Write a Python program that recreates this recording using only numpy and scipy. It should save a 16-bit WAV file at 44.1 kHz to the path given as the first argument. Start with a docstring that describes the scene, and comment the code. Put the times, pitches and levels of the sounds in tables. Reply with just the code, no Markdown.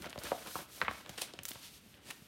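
"""In a small living room, a glossy magazine is folded back, turned over and lifted close to a microphone.
Sheets slide and hands rub the cover: hiss and tiny clicks, shaped in strength and spectrum.
The bundle bumps softly (decaying low noise), while creases and edges tick (very short bright clicks).
Slack pages buckle with dull pops and taut ones flip with clean slaps: snaps passed through the page's own spectrum.
A few tones ring on in the paper, and the room rings briefly over a quiet floor of noise."""
import sys
import numpy as np
from scipy import signal
from scipy.fft import rfft, irfft
from scipy.io import wavfile

SR = 44100
rng = np.random.default_rng(int(sys.argv[2]) if len(sys.argv) > 2 else 0)


def wrap_up_sound(samples):
    """Save the sound to the file named by the first command line argument, as 16-bit audio."""
    columns = np.atleast_2d(samples).T
    # keep every value between -1 and 1, then stretch to whole-number steps
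    tamed = np.clip(columns, -1, 1)
    steps = np.round(tamed * 32767).astype(np.int16)
    wavfile.write(sys.argv[1], SR, steps)


N = 100283  # length of the scene [samples]
SIZE = 8192  # length of one short sound [samples]

# Friction: average clicks per second, mean of their random extra level,
# and level of the clicks against the hiss, in general and in scuffs
GRAINS_PER_S, GRAIN_SPREAD_DB, GRAIN_DB, SCUFF_GRAIN_DB = 2200, 3, -5, 3
TILT_FROM_HZ = 590  # a treble tilt starts here

# Overall trims of the sliding and rubbing; how steeply the hiss grows with sliding speed
SLIDE_DB, RUB_DB, SLIDE_SWELL = 0.5, -3.5, 1.57
FLOOR_DB = -62.5
BUMP_DECAY_S = 0.02

# Ringing after a tick, a pop or a slap: decay time, and level against the snap
TICK_RING_S, TICK_RING_DB = 0.0032, -1.5
POP_RING_DB = 4
SLAP_RING_S, SLAP_RING_DB = 0.0059, -5
RATTLE_S, RATTLE_DB = 0.0094, -12.5  # neighbouring sheets shiver after a pop

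# Delay of the bending wave at 1 kHz in pops and slaps; lowest note of a page
BEND_DELAY_S, SLAP_BEND_S, POP_LOW_HZ = 0.00153, 0.001684, 106

RESONANCE_DB = -13.5  # trim of all the resonances
ROOM_ONSET_S = 0.0023  # build-up time of the reflections
LOW_CUT_HZ, TOP_HZ = 38, 15900  # lower and upper limit of the recorder


def undb(db):
    """Turn decibels into gain."""
    return 10 ** (np.asarray(db) / 20)


def unit(x):
    """Scale a sound to an average strength (rms) of 1."""
    return x / np.sqrt(np.mean(x ** 2))


def burst(x):
    """Scale a short sound to the energy of 10 ms at rms 1."""
    return x * np.sqrt(.01 * SR / np.sum(x ** 2))


def bins(size):
    """List the frequencies of a spectrum [Hz], with at least 1 Hz so that logarithms work."""
    return np.maximum(np.fft.rfftfreq(size, 1 / SR), 1)


def gains(points, size):
    """Draw a gain curve through points (frequency [Hz], level [dB])."""
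    hz, db = np.array(points).T
    return undb(np.interp(np.log(bins(size)), np.log(hz), db))


def colour(x, points, tilt=0):
    """Give a sound a spectrum, its treble tilted in dB per octave."""
    octaves = np.log2(np.maximum(bins(len(x)) / TILT_FROM_HZ, 1))
    gain = gains(points, len(x)) * undb(tilt * octaves)
    return irfft(rfft(x) * gain, len(x))


def causal(gain):
    """Make a filter that has these gains and reacts as early as it can (minimum phase)."""
    cepstrum = irfft(np.log(gain + 1e-5))
    # Folding the second half onto the first removes all response before time zero
    cepstrum[1:SIZE // 2] *= 2
    cepstrum[SIZE // 2 + 1:] = 0
    return np.exp(rfft(cepstrum))


def add(out, x, start):
    """Mix a sound in at a time [s]."""
    i = max(int(start * SR), 0)
    out[i:i + len(x)] += x[:max(N - i, 0)]


def friction(grain_db=GRAIN_DB):
    """Fibres catch and let go: tiny clicks of uneven size over a smooth hiss."""
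    clicks = (rng.random(N) < GRAINS_PER_S / SR) * np.sign(rng.standard_normal(N))
    sizes = undb(GRAIN_SPREAD_DB * np.minimum(rng.exponential(size=N), 5))
    hiss = rng.standard_normal(N)
    return hiss + undb(grain_db) * unit(clicks * sizes)


def waver(unsteady_db):
    """Quick random changes of strength, up to unsteady_db either way, as the grip shifts."""
    slow_noise = [(1, -20), (12, 0), (40, 0), (140, -24), (500, -80)]  # (frequency [Hz], level [dB])
    chance = unit(colour(rng.standard_normal(N), slow_noise))
    return undb(unsteady_db * np.tanh(chance))


def snap(ring_s, ring_db):
    """Spectrum of a sudden release and the dense, quickly damped ringing of the sheet."""
    ring = rng.standard_normal(SIZE) * np.exp(-np.arange(SIZE) / SR / ring_s)
    x = ring / np.linalg.norm(ring) * undb(ring_db)
    x[0] += 1  # the release itself is one click
    return rfft(x)


def sliding(t):
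    """Sheets speed up and slow down against each other; the hiss follows their speed."""
    # One stroke a row: (start [s], fastest [s], end [s], level before the trim [dB], tilt [dB per octave])
    strokes = [(-.03, 0.02, 0.1, -59, -0.5), (.07, 0.16, 0.19, -65, 0), (0.182, 0.192, 0.23, -54, 1),
               (0.206, 0.254, 0.39, -49, -3), (0.29, 0.38, 0.59, -54.5, -2.5),
               (0.406, 0.56, 0.68, -49, -0.5), (0.65, 0.772, 0.88, -53.5, -1),
               (0.87, 0.948, 1.09, -56.5, -3.5), (1.045, 1.121, 1.4, -59, -4.5),
               (1.23, 1.35, 1.5, -67.5, -5), (1.427, 1.506, 1.703, -54.5, -4),
               (1.601, 1.644, 1.73, -52, -4.5), (1.657, 1.755, 1.814, -57.5, -3),
               (1.714, 1.9, 2.035, -65.5, -1.5), (1.98, 2.113, 2.7, -64.5, -1)]
    # Spectrum of sliding paper: (frequency [Hz], relative level [dB])
    slide_colour = [(40, -60), (500, -21.5), (2000, -5.5), (3500, 3), (6000, 2.5), (7400, 0.5), (8900, 3.5),
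                    (10000, 1), (13000, 3.5), (15500, -5)]
    out = np.zeros(N)
    for start, fastest, end, db, tilt in strokes:
        speed = np.sin(np.pi / 2 * np.interp(t, [start, fastest, end], [0, 1, 0]))
        hiss = unit(colour(friction(), slide_colour, tilt))
        out += undb(db) * speed ** SLIDE_SWELL * hiss
    return out * undb(SLIDE_DB) * waver(unsteady_db=0.9)


def rubbing(t):
    """Fingers and palms drag on the cover with a duller, rougher friction."""
    # Strength of the rub: (time [s], level before the trim [dB])
    rub_levels = [(0, -51.5), (.07, -47.5), (.14, -60.5), (.27, -43.5), (.36, -53.5), (.6, -50.5),
                  (.68, -68), (.78, -56.5), (.86, -48), (.97, -57.5), (1.28, -58), (1.42, -67), (1.52, -63),
                  (1.66, -71), (1.82, -89), (1.97, -63), (2.07, -75), (2.27, -72)]
    # Spectrum of skin on the cover: (frequency [Hz], relative level [dB])
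    rub_colour = [(100, -11), (300, 5), (470, 4.5), (595, 11), (740, 0), (1500, 5.5), (2200, 0),
                  (3200, 0.5), (5000, -9), (9000, -20.5)]
    level = undb(np.interp(t, *np.array(rub_levels).T) + RUB_DB)
    return level * waver(unsteady_db=5.5) * unit(colour(friction(), rub_colour))


def quiet_floor():
    """A steady, mostly low background noise."""
    # Spectrum of the background: (frequency [Hz], relative level [dB])
    floor_colour = [(20, -44), (40, -6), (62, 0), (120, 0.5), (220, 1.5), (450, -8), (1000, -16),
                    (3000, -12), (8000, -38), (15500, -61)]
    return undb(FLOOR_DB) * unit(colour(rng.standard_normal(N), floor_colour))


def bumps():
    """Soft low thuds of the whole bundle in the hands: dying noise with little treble."""
    # One bump a row: (time [s], level before doubling [dB])
    bump_rows = [(.002, -54), (0.048, -55.5), (.16, -61), (0.243, -56.5), (0.329, -62), (.56, -56),
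                 (0.822, -52.5), (.884, -51.5), (1.097, -60.5), (1.39, -58.5), (1.852, -65)]
    # Spectrum of a thud: (frequency [Hz], relative level [dB])
    bump_colour = [(25, -42), (45, -12), (65, 4.5), (110, -5.5), (200, 1), (400, -14.5), (1200, -61.5)]
    out, age = np.zeros(N), np.arange(SIZE) / SR
    for start, db in bump_rows:
        push = rng.standard_normal(SIZE) * np.exp(-age / BUMP_DECAY_S)
        thud = irfft(rfft(push) * causal(gains(bump_colour, SIZE)))
        add(out, undb(db) * 2 * burst(thud), start)
    return out


def ticks():
    """Small creases and edges give way with bright, very short clicks."""
    # One tick a row: (time [s], level [dB], centre [Hz], width [octaves])
    tick_rows = [(0.0219, -51, 3000, 1.44), (0.059, -50.5, 2880, 1), (.097, -55, 5850, 1.1),
                 (.1785, -54.5, 1930, 1.3), (.188, -51, 4940, 0.43), (0.2364, -47, 10900, 2.4),
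                 (0.815, -42, 3870, 0.41), (.912, -63, 10100, 0.45), (1.094, -57, 5440, 4),
                 (1.337, -52, 3940, 0.89), (1.39, -56, 5800, .6), (1.434, -48.5, 12800, 1.44),
                 (1.4535, -40.5, 4200, 1.9), (1.4535, -49.5, 13000, 0.32), (1.461, -51, 13000, 0.96),
                 (1.484, -47.5, 9820, 4.9), (1.4884, -42.5, 11100, 2.1), (1.493, -48, 13100, 0.35),
                 (1.5079, -49.5, 9000, 1.1), (1.5164, -46.5, 3140, 0.84), (1.534, -55, 12000, 0.68),
                 (1.942, -60, 2900, .5)]
    out, f = np.zeros(N), bins(SIZE)
    for start, db, hz, width in tick_rows:
        hump = 1 / (1 + .5 * (np.log2(f / hz) / width) ** 2) ** 2
        gain = hump / np.hypot(1, (f / TOP_HZ) ** 10)
        click = irfft(snap(TICK_RING_S, TICK_RING_DB) * causal(gain))
        add(out, undb(db) * burst(click), start)
    return out


def page(hz, rise, fall):
    """Gains of a bent page: a rise to a corner, a fall above it, fading out under its lowest note."""
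    f = bins(SIZE)
    octaves = np.log2(f / hz)
    corner = 1 / np.hypot(undb(-rise * octaves), undb(fall * octaves))
    return corner / np.hypot(1, (POP_LOW_HZ / f) ** 2)


def bend(delay_s):
    """The bending wave brings the lows a little late: the delay shrinks as the frequency rises."""
    return np.exp(-4j * np.pi * delay_s * np.sqrt(1000 * bins(SIZE)))


def rattle():
    """Spectrum of the loose sheets shivering just after a pop."""
    age = np.arange(SIZE) / SR / RATTLE_S  # counted in decay times
    x = rng.standard_normal(SIZE) * np.sqrt(age) * np.exp(-age)
    return rfft(x / np.linalg.norm(x)) * undb(RATTLE_DB)


def pops():
    """Slack pages flip their curve and shiver against their neighbours."""
    # One loose buckle a row: (time [s], level [dB], corner of its spectrum [Hz],
    # rise below the corner [dB per octave], fall above it [dB per octave], ring [s])
    pop_rows = [(0.0427, -46.5, 1690, 4.5, 24, 0.0018), (0.054, -50, 900, -1.5, 29, 0.0027),
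                (0.063, -45, 775, 1.5, 17, 0.0016), (0.241, -46.5, 570, 3.5, 37, 0.0036),
                (.347, -47, 720, 7.5, 20, .012), (0.461, -46, 995, 2, 14, 0.016),
                (.472, -46, 1000, 1, 4.5, 0.0069), (0.562, -43, 970, 10, 47, 0.0041),
                (.589, -43.5, 1100, 0.5, 12.5, 0.022), (0.8233, -38, 1710, 1, 14, 0.0057),
                (0.849, -41.5, 1700, 11.5, 15, 0.023), (0.8837, -41.5, 1950, 3, 26, 0.0018),
                (0.9116, -41.5, 1410, 0.5, 10, 0.00094), (1.062, -51, 1660, 1.5, 10, 0.0015),
                (1.094, -44.5, 600, -4, 1.5, 0.0053), (1.1832, -43.5, 3900, 2, 18, 0.0062),
                (1.337, -49, 487, 2.5, 11.5, 0.0097), (1.509, -50, 704, -7, 1, 0.0044),
                (1.5543, -50, 1100, -1, 11, 0.0059), (2.086, -55, 306, -2, 10, 0.011),
                (2.104, -46, 2610, 5.5, 35, 0.0072), (2.1085, -46, 2600, 10, 17, 0.0035),
                (2.218, -55, 274, 0, 17, 0.0043)]
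    out = np.zeros(N)
    for start, db, hz, rise, fall, ring_s in pop_rows:
        source = snap(ring_s, POP_RING_DB) + rattle()
        sound = source * causal(page(hz, rise, fall)) * bend(BEND_DELAY_S)
        add(out, undb(db) * burst(irfft(sound)), start - BEND_DELAY_S / 2)
    return out


def scuffs(t):
    """Short, crackly slips of sheet on sheet that swell and die."""
    # One scuff a row: (time of the peak [s], level [dB], rise [s], decay [s], tilt [dB per octave])
    scuff_rows = [(.105, -48.5, .008, 0.0041, -3), (1.179, -37, 0.0014, 0.0062, -5),
                  (1.198, -47.5, 0.016, 0.016, -1.5), (1.219, -29, 0.0031, 0.0035, -1.5),
                  (1.227, -40.5, 0.0031, 0.022, -3), (2.092, -50, 0.032, 0.036, -4),
                  (2.1098, -43, 0.0078, 0.0028, 1.5)]
    # Spectrum of a scuff: (frequency [Hz], relative level [dB])
    scuff_colour = [(30, -37), (200, -5), (550, -7), (1000, -8.5), (2000, -2), (3600, 3), (7000, 0),
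                    (8900, 4), (12000, -2), (15500, -8)]
    out = np.zeros(N)
    for peak, db, rise_s, decay_s, tilt in scuff_rows:
        envelope = np.exp(-np.maximum((peak - t) / rise_s, (t - peak) / decay_s))
        crackle = unit(colour(friction(SCUFF_GRAIN_DB), scuff_colour, tilt))
        out += undb(db) * envelope * crackle
    return out


def slaps():
    """Taut pages flip in one clean slap and ring at one note, with a faint shiver of the sheet."""
    # One slap a row: (time [s], level [dB], corner [Hz], rise [dB per octave], fall [dB per octave],
    # note [Hz], width of the note [Hz], strength of the note [dB])
    slap_rows = [(.129, -46.5, 3730, -0.5, 23, 2970, 900, 6), (0.1586, -44.5, 1100, 3, 12, 592, 80, 16),
                 (.178, -41, 1500, -2.5, 11, 580, 89, 14), (0.3178, -28.8, 920, 3.5, 17.5, 546, 130, 10.5),
                 (.3275, -40.5, 900, 13, 17, 720, 60, 15), (0.5548, -36.5, 1350, 1, 47, 1220, 280, 6.5),
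                 (0.8155, -29, 1990, 3.5, 23.5, 1420, 800, 2), (.8813, -30.5, 2840, 3, 42, 1180, 377, 11),
                 (1.219, -47, 750, 11, 15, 570, 59.6, 26), (1.3898, -44, 3140, -1, 20, 2900, 600, 12)]
    out = np.zeros(N)
    for start, db, hz, rise, fall, note_hz, width_hz, note_db in slap_rows:
        peak = undb(note_db) / np.hypot(1, 2 * (bins(SIZE) - note_hz) / width_hz)
        note = np.hypot(1, peak)
        source = snap(SLAP_RING_S, SLAP_RING_DB)
        sound = source * causal(page(hz, rise, fall) * note) * bend(SLAP_BEND_S)
        add(out, undb(db) * burst(irfft(sound)), start - SLAP_BEND_S / 2)
    return out


def resonate(x):
    """The folded bundle and the space around it favour a few tones, which ring on after the paper moves."""
    # Narrow resonances: (frequency [Hz], time to fall by 60 dB [s], level before the trim [dB])
    tones = [(222, .25, -12), (540, .25, -1), (585, .25, -3), (760, .15, -3), (1158, .12, -7),
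             (1310, .1, -3), (8885, .08, -3)]
    out = x.copy()
    for hz, t60, db in tones:
        damping = np.log(1000) / (t60 * SR)  # loss per sample
        pole = np.exp(2j * np.pi * hz / SR - damping)
        ringing = signal.lfilter([1], [1, -pole], x).real
        out += undb(db + RESONANCE_DB) * 2 * damping * ringing
    return out


def room(x):
    """Dense reflections of a furnished room: noise bands that die away, the top one fastest."""
    # Bands of the room: (centre [Hz], time to fall by 60 dB [s], level against the direct sound [dB])
    room_bands = [(149, 1, -11), (600, 0.28, -8.5), (1470, 0.47, -10.5), (4040, 0.78, -13.5),
                  (11600, 0.18, -9.5)]
    size = SR // 2
    age, noise, tail = np.arange(size) / SR, rfft(rng.standard_normal(size)), 0
    centres = np.log([row[0] for row in room_bands])
    # Each share is 1 at its own centre and 0 at the others, so neighbouring bands crossfade
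    for share, (hz, t60, db) in zip(np.eye(len(room_bands)), room_bands):
        band = irfft(noise * np.interp(np.log(bins(size)), centres, share), size)
        build_up = 1 - np.exp(-(age / ROOM_ONSET_S) ** 2)
        envelope = np.exp(-np.log(1000) * age / t60) * build_up
        tail = tail + undb(db) * band * envelope / np.linalg.norm(envelope)
    return x + signal.fftconvolve(x, tail)[:N]


def scene():
    """The magazine in the room, the same in both channels."""
    t = np.arange(N) / SR
    movements = sliding(t) + rubbing(t) + ticks() + pops() + scuffs(t) + slaps()
    magazine = resonate(movements) + bumps()
    mono = room(magazine) + quiet_floor()
    return np.array([mono, mono])


def record(dry):
    """The recorder cuts the deepest bass and the highest treble."""
    low_cut = signal.butter(4, LOW_CUT_HZ, "high", fs=SR, output="sos")
    top_cut = signal.ellip(10, .1, 80, TOP_HZ, fs=SR, output="sos")
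    thin = signal.sosfilt(low_cut, dry)
    return signal.sosfilt(top_cut, thin)


dry = scene()
out = record(dry)
wrap_up_sound(out)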